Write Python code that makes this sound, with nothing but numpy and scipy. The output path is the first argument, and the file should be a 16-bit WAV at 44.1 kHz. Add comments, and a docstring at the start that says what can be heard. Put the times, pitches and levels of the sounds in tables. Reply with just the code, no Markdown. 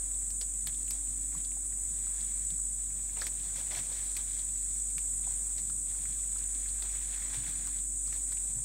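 """Twigs snap and dry leaves rustle as an elephant tugs at a bush across a dirt track; heavy feet shift.
Snaps are noise bursts ringing resonators, the rustle is dense random ticks, the knocks are resonant noise.
Cicadas drone all around: click trains pulsed by muscle beats, over a hiss of distant singers.
A machine hums steadily close to the microphone as a sum of sines, over soft low gusts and still air.
Mono, the same in both channels."""
import sys
import numpy as np
from scipy import signal
from scipy.fft import rfft, irfft
from scipy.io import wavfile
from scipy.ndimage import uniform_filter1d

SR = 44100
rng = np.random.default_rng(int(sys.argv[2]) if len(sys.argv) > 2 else 0)


def generate_wav(signal):
    """Clip the signal to [-1, 1] and save it as 16-bit WAV at the path in sys.argv[1]."""
    frames = np.transpose(np.atleast_2d(signal))
    scaled = np.clip(frames, -1, 1) * 32767
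    pcm = np.round(scaled).astype(np.int16)
    wavfile.write(sys.argv[1], SR, pcm)


N = 381024


def undb(db):
    """Amplitude ratio of a level in dB."""
    return 10 ** (np.asarray(db) / 20)


def level(x, db):
    """Scales x to an RMS level in dB."""
    return x * undb(db) / np.sqrt(np.mean(x ** 2))


def curves(table):
    """Columns of a (t/s, value, ..) table, interpolated to one value a sample."""
    t_s, *columns = np.transpose(table)
    return [np.interp(np.arange(N) / SR, t_s, column) for column in columns]


def colour(x, points):
    """Filters x by (f/Hz, gain/dB) points, falling 40 dB beyond each end."""
    hz, db = np.transpose(points)
    f_hz = np.fft.rfftfreq(len(x), 1 / SR) + 1  # +1 keeps the log finite
    log_edges = np.log(np.r_[hz[0] / 1.5, hz, hz[-1] * 1.5])
    gain_db = np.interp(np.log(f_hz), log_edges, np.r_[db[0] - 40, db, db[-1] - 40])
    return irfft(rfft(x) * undb(gain_db), len(x))


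def band(x, hz, width_share):
    """One resonance; bandwidth as a share of its frequency."""
    b, a = signal.iirpeak(np.clip(hz, 50, .4 * SR), 1 / width_share, SR)
    return signal.lfilter(b, a, x)


def band_twice(x, hz, width_share):
    """Two equal resonances in series, for steeper skirts."""
    return band(band(x, hz, width_share), hz, width_share)


def walk(rate_hz):
    """Random levels held 1 / rate_hz s and slewed twice; RMS 1."""
    hold = int(SR / rate_hz)
    steps = np.repeat(rng.standard_normal(N // hold + 1), hold)
    return level(uniform_filter1d(uniform_filter1d(steps, hold), hold)[:N], 0)


def scatter(x, t60_s, wet_db):
    """Echoes from leaves, trunks and ground: a decaying noise tail after the direct sound."""
    t = np.arange(SR // 2) / SR
    tail = rng.standard_normal(len(t)) * undb(-60 * t / t60_s)
    tail *= undb(wet_db) / np.sqrt(np.sum(tail ** 2))
    tail[0] = 1  # direct sound
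    return signal.fftconvolve(x, tail)[:N]


# Breaking twigs: t/s, ring peak level/dB, ring f/Hz, broad crack re ring/dB, treble re ring/dB
TWIG_BREAKS = [(0.304, -39, 5300, 1, 4), (0.413, -28.5, 4720, -1, -15), (0.671, -33.5, 3560, 6.5, 3),
               (0.745, -44, 3550, -16, -16), (0.88, -44.5, 2700, 4, 8), (0.907, -34, 5440, 4.5, 4),
               (1.349, -43.5, 1120, 2, -10), (1.382, -47, 3420, -8, -7), (1.448, -39, 4100, -8, -4),
               (1.516, -47.5, 2250, -8, -8), (1.569, -47, 765, -15, -21), (2.209, -43, 4570, 1, -15),
               (2.504, -45, 3770, 5, -13), (3.171, -41, 2190, -8, -14), (3.214, -27.5, 4280, -14, -17),
               (3.219, -28.5, 1620, 0, -19), (3.268, -34, 2640, 8, -4), (3.399, -44.5, 3300, -6, -9),
               (3.729, -42, 662, -6, -18), (3.75, -35.5, 2220, -8, -25), (3.769, -40.5, 700, -1, -22),
               (3.789, -37, 2370, -6, -22), (3.926, -38, 4220, -10, -18), (4.167, -39.5, 2450, 14, -3),
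               (4.392, -43, 3480, -8, -13), (4.981, -40, 2700, 10, -13), (5.271, -44.5, 790, -8, -14),
               (5.58, -39, 4200, -10, -10), (5.699, -46, 1410, 12, -11), (6.055, -42.5, 1900, -10, -12),
               (6.126, -43, 3680, -8, -14), (6.357, -48, 1290, 1, -14), (6.385, -43, 4480, -8, -13),
               (6.435, -44, 3610, -8, -13), (6.549, -44, 3780, -14, -15), (6.66, -43.5, 1890, -10, -13),
               (6.687, -41, 4460, -8, -16), (6.823, -38, 4130, 3, -24), (7.126, -45, 1960, -8, -14),
               (7.222, -41.5, 1950, -6, -16), (7.334, -41.5, 1780, -8, -19), (7.465, -37, 2220, -8, -18),
               (7.672, -48.5, 1270, 15, -9), (7.787, -46, 3470, -8, -13), (8.074, -41, 5310, -6, -12),
               (8.126, -40, 1920, -8, -19), (8.139, -43, 5380, -5, -11), (8.321, -45.5, 1980, 14, -6),
               (8.371, -45, 2500, -8, -12)]
BREAK_T60_MS, BREAK_BODY_DB = 36, -18.5
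# Faint twigs at chance moments; spread is the range above FAINT_DB
FAINT_COUNT, FAINT_DB, FAINT_SPREAD_DB = 30, -55, 7
FAINT_LOW_HZ, FAINT_HIGH_HZ, FAINT_CRACK_DB, FAINT_TREBLE_DB = 1200, 4500, -5, -11


def faint_breaks():
    """Chance twigs as rows of the break table; thinner twigs ring higher."""
    rows = []
    for when, size, thin in rng.random((FAINT_COUNT, 3)):
        ring_hz = FAINT_LOW_HZ * (FAINT_HIGH_HZ / FAINT_LOW_HZ) ** thin
        peak_db = FAINT_DB + FAINT_SPREAD_DB * size
        rows.append((when * N / SR, peak_db, ring_hz, FAINT_CRACK_DB, FAINT_TREBLE_DB))
    return rows


def snaps():
    """A break is an uneven dying splinter burst that rings the twig; fibres crackle on in a slower tail."""
    out, t = np.zeros(N + SR), np.arange(SR // 5) / SR
    fall_db = -60 * 1000 * t / BREAK_T60_MS
    decay = undb(fall_db) + undb(-17.5 + fall_db / 4)
    for t_s, peak_db, hz, crack_db, treble_db in list(TWIG_BREAKS) + faint_breaks():
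        crack, splinter = rng.standard_normal((2, len(t)))
        uneven = undb(3 * uniform_filter1d(splinter, 30) * np.sqrt(30))
        onset = 1.5 * np.exp(-t / .0008)
        burst = crack * (uneven + onset) * decay
        ring = band_twice(burst, hz, .5)
        broad = band(burst, 4500, 1.7)
        treble = band_twice(burst, 10600, 0.48)
        body = band_twice(burst, 340, 1.0)
        parts = (ring, 0), (broad, crack_db), (treble, treble_db), (body, BREAK_BODY_DB)
        i = int(t_s * SR)
        for part, db in parts:
            out[i:i + len(t)] += undb(peak_db + db) * part / np.abs(part).max()
    return out[:N]


# Crushed handfuls of leaves: t/s, length/s, level/dB
CRUSHED_HANDFULS = [(.42, 0.013, -58), (0.672, 0.023, -54.5), (.915, 0.054, -61), (1.322, 0.089, -60),
                    (3.17, .11, -51.5), (3.561, 0.047, -51), (3.712, 0.083, -46), (3.917, .05, -55),
                    (4.18, .02, -53), (4.353, .07, -59.5), (4.99, .03, -64), (5.583, 0.015, -55.5),
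                    (6.826, .03, -52), (7.225, .04, -58), (7.33, .02, -53), (7.47, 0.022, -49),
                    (8.128, 0.036, -55.5)]
CRUSH_ATTACK_S, CRUSH_RELEASE_S = 0.012, 0.022


def crushing():
    """Amplitude of the crushed handfuls: attack, hold, release."""
    t = np.arange(N) / SR
    strength = 0
    for t_s, length_s, db in CRUSHED_HANDFULS:
        end_s = t_s + length_s
        corners_s = [t_s - CRUSH_ATTACK_S, t_s, end_s, end_s + CRUSH_RELEASE_S]
        strength = strength + undb(db) * np.interp(t, corners_s, [0, 1, 1, 0])
    return strength


# Steady pull on the branches: t/s, leaf level/dB, woody body re leaves/dB, gain around 9 kHz/dB
BRANCH_DRAG = [(0, -61, -4, -6), (.45, -69.5, -6, 0), (.9, -62.5, -7, 7.5), (1.75, -67.5, -5, -8),
               (2.2, -55, -12, -7), (2.6, -67.5, -9, 7), (2.95, -62, -8, -1), (3.45, -57.5, -8, 3.5),
               (4.0, -53, -8.5, 1.5), (4.6, -62.5, -13, 6.5), (5.1, -66.5, -6, 6), (5.3, -57, -6.5, 0),
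               (5.83, -67, -9, 8.5), (5.9, -59, -9.5, 4), (6.6, -58.5, -11, -4), (6.85, -54.5, -12, -12),
               (7.35, -51, -15.5, -8), (7.75, -56, -10.5, -3), (7.86, -69, -8, 0), (8.03, -66, -10, 2),
               (8.07, -61.5, -7.5, 7), (8.64, -62.5, -5, 4)]
# Colour of the leaves: f/Hz, gain/dB
LEAF_COLOUR = [(800, -12.5), (1300, -9), (1650, -3.5), (2400, -2.5), (2900, -8.5), (3500, -2), (4100, -5),
               (4900, -10), (5800, -4), (9000, -14.5), (16000, -16.5)]


def rustle():
    """Dense tiny ticks of uneven size excite leaf resonances; wood adds body, a treble band brightness."""
    drag_db, body_db, bright_db = curves(BRANCH_DRAG)
    when, size, sign = rng.random((N, 3)).T
    tick_size = undb(-1.8 * np.log(1 - size))
    ticks = (when < .2) * (sign - .5) * tick_size * undb(.8 * walk(80))
    # leaves of each size crinkle in their own short spells
    sizes = 0
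    for hz in 700 * 1.3 ** np.arange(13):
        spells = undb(1.9 * walk(110) + 1.8 * walk(25))
        sizes = sizes + spells * band(ticks, hz, .3)
    leaves = level(colour(sizes, LEAF_COLOUR), 0)
    wood = level(undb(1.9 * walk(50)) * band(band(ticks, 535, 1.6), 694, 2.2), 0)
    crisp = band(leaves, 9000, 0.74)
    strength = np.hypot(undb(drag_db), crushing())
    return strength * (leaves + undb(body_db) * wood + (undb(bright_db) - 1) * crisp)


# Dull knocks of feet and boughs: t/s, peak level/dB, f/Hz, length/ms
FOOT_KNOCKS = [(1.349, -45.5, 171, 72), (1.88, -52, 75, 70), (2.511, -44.5, 159, 46),
               (3.76, -46.5, 120, 68), (3.96, -54, 100, 86), (4.93, -50.5, 148, 55), (5.679, -59, 110, 46),
               (5.991, -49, 95, 60), (6.08, -50, 127, 53), (6.541, -52, 280, 50), (7.35, -42.5, 111, 87),
               (7.46, -46, 150, 47), (8.55, -40, 130, 69)]


def knocks():
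    """Rough resonant noise that swells and fades within a few cycles."""
    out = np.zeros(N)
    for t_s, peak_db, hz, length_ms in FOOT_KNOCKS:
        i, n = int(t_s * SR), int(length_ms * SR / 1000)
        settled = band_twice(rng.standard_normal(SR // 2), hz, 0.32)[-n:]
        shake = settled * np.hanning(n) ** 0.41
        out[i:i + n] += (undb(peak_db) * shake / np.abs(shake).max())[:N - i]
    return out


# Single cicadas: rib click f/Hz, muscle beat f/Hz, relative level/dB, unsteadiness/share of click f
CICADA_SINGERS = [(768.5, 57.6, 0, 0.007), (714.5, 54, -3, .009), (769.8, 57, -5.5, .008),
                  (737, 83, -7.5, .007), (654.7, 56, -12, .01)]
# Cicada body colour: f/Hz, gain/dB
CICADA_COLOUR = [(5500, -33.5), (5950, -28.5), (6150, -22), (6490, -18.5), (6920, -8.5), (7290, -2.5),
                 (7560, -1.5), (7850, 1), (8700, -1), (9300, -10.5), (9670, -14.5), (9980, -20.5),
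                 (10200, -20), (10450, -29.5), (11600, -27.5), (13000, -32.5)]
# Whole chorus: t/s, level/dB
CHORUS_LEVEL = [(0, -35.5), (1.2, -35), (2.1, -35), (2.6, -35.5), (3.3, -36), (4.86, -34.5), (7.4, -35),
                (8.64, -35)]


def cicadas():
    """Ribs buckle in quick click trains, once each muscle beat; many distant singers blur to a hiss."""
    near = 0
    for click_hz, beat_hz, db, unsteady in CICADA_SINGERS:
        drift = unsteady * walk(300) + .003 * walk(1.2)
        phase = 2 * np.pi * (rng.random() + np.cumsum(click_hz * (1 + drift)) / SR)
        clicks = sum(np.cos(k * phase) for k in range(7, 19))
        beat = 2 * np.pi * (rng.random() + np.cumsum(beat_hz * (1 + .015 * walk(6))) / SR)
        pulse_db = 3.3 * np.cos(beat) + 1.2 * walk(1.45)
        near = near + level(scatter(clicks * undb(pulse_db), 0.042, -1.9), db)
    song = level(near, 0) + level(rng.standard_normal(N), -0.43)
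    return level(colour(song, CICADA_COLOUR), 0) * undb(curves(CHORUS_LEVEL)[0])


# Motor overtones: multiple of HUM_HZ, level re HUM_DB/dB
HUM_OVERTONES = [(1, 0.5), (2, -23), (4, -28), (5, -28.5), (6, -21.5), (7, -35.5), (8, -41.5), (10, -37),
                 (12, -46)]
HUM_HZ, HUM_DB = 48.247, -45.5


def hum():
    """A motor tone of steady pitch with overtones; higher ones waver slightly more in level."""
    phase = 2 * np.pi * HUM_HZ * np.arange(N) / SR
    out = 0
    for k, db in HUM_OVERTONES:
        waver_db = (0.96 + 0.11 * k) * walk(3.04)
        tone = np.sqrt(2) * np.sin(k * phase + 2 * np.pi * rng.random())
        out = out + undb(HUM_DB + db + waver_db) * tone
    return out


# Gust colour: f/Hz, gain/dB
GUST_COLOUR = [(35, -21), (60, -10.5), (80, -9.5), (161, -8.5), (258, -16), (289, -20.5), (420, -32.5),
               (550, -65), (920, -120)]
WIND_DB, GUST_DB, GUSTS_PER_S = -61.5, 1.5, 5


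def gusts():
    """Soft low wind on the microphone: low-pitched noise of wandering level."""
    rough = rng.standard_normal(N) * undb(1.8 * walk(20))
    return level(colour(rough, GUST_COLOUR), 0) * undb(WIND_DB + GUST_DB * walk(GUSTS_PER_S))


# Still air colour: f/Hz, gain/dB
AIR_COLOUR = [(25, -3), (60, 6), (300, -7), (500, -13.5), (1200, -14), (2200, -16.5), (3000, -21.5),
              (3700, -15), (5000, -27), (11000, -13.5), (16000, -13.5)]
AIR_DB = -60


def still_air():
    """Steady coloured noise."""
    return level(colour(rng.standard_normal(N), AIR_COLOUR), AIR_DB)


def scene():
    """Bush, feet, insects, motor, wind and still air, the same in both channels."""
    bush = scatter(snaps() + rustle(), 0.15, -15)
    mono = bush + knocks() + cicadas() + hum() + gusts() + still_air()
    return np.tile(mono, (2, 1))


TOP_HZ = 15750


def record(dry):
    """The recorder cuts the top with a steep low-pass."""
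    return signal.sosfilt(signal.ellip(12, .2, 80, TOP_HZ, fs=SR, output="sos"), dry)


dry = scene()
out = record(dry)
generate_wav(out)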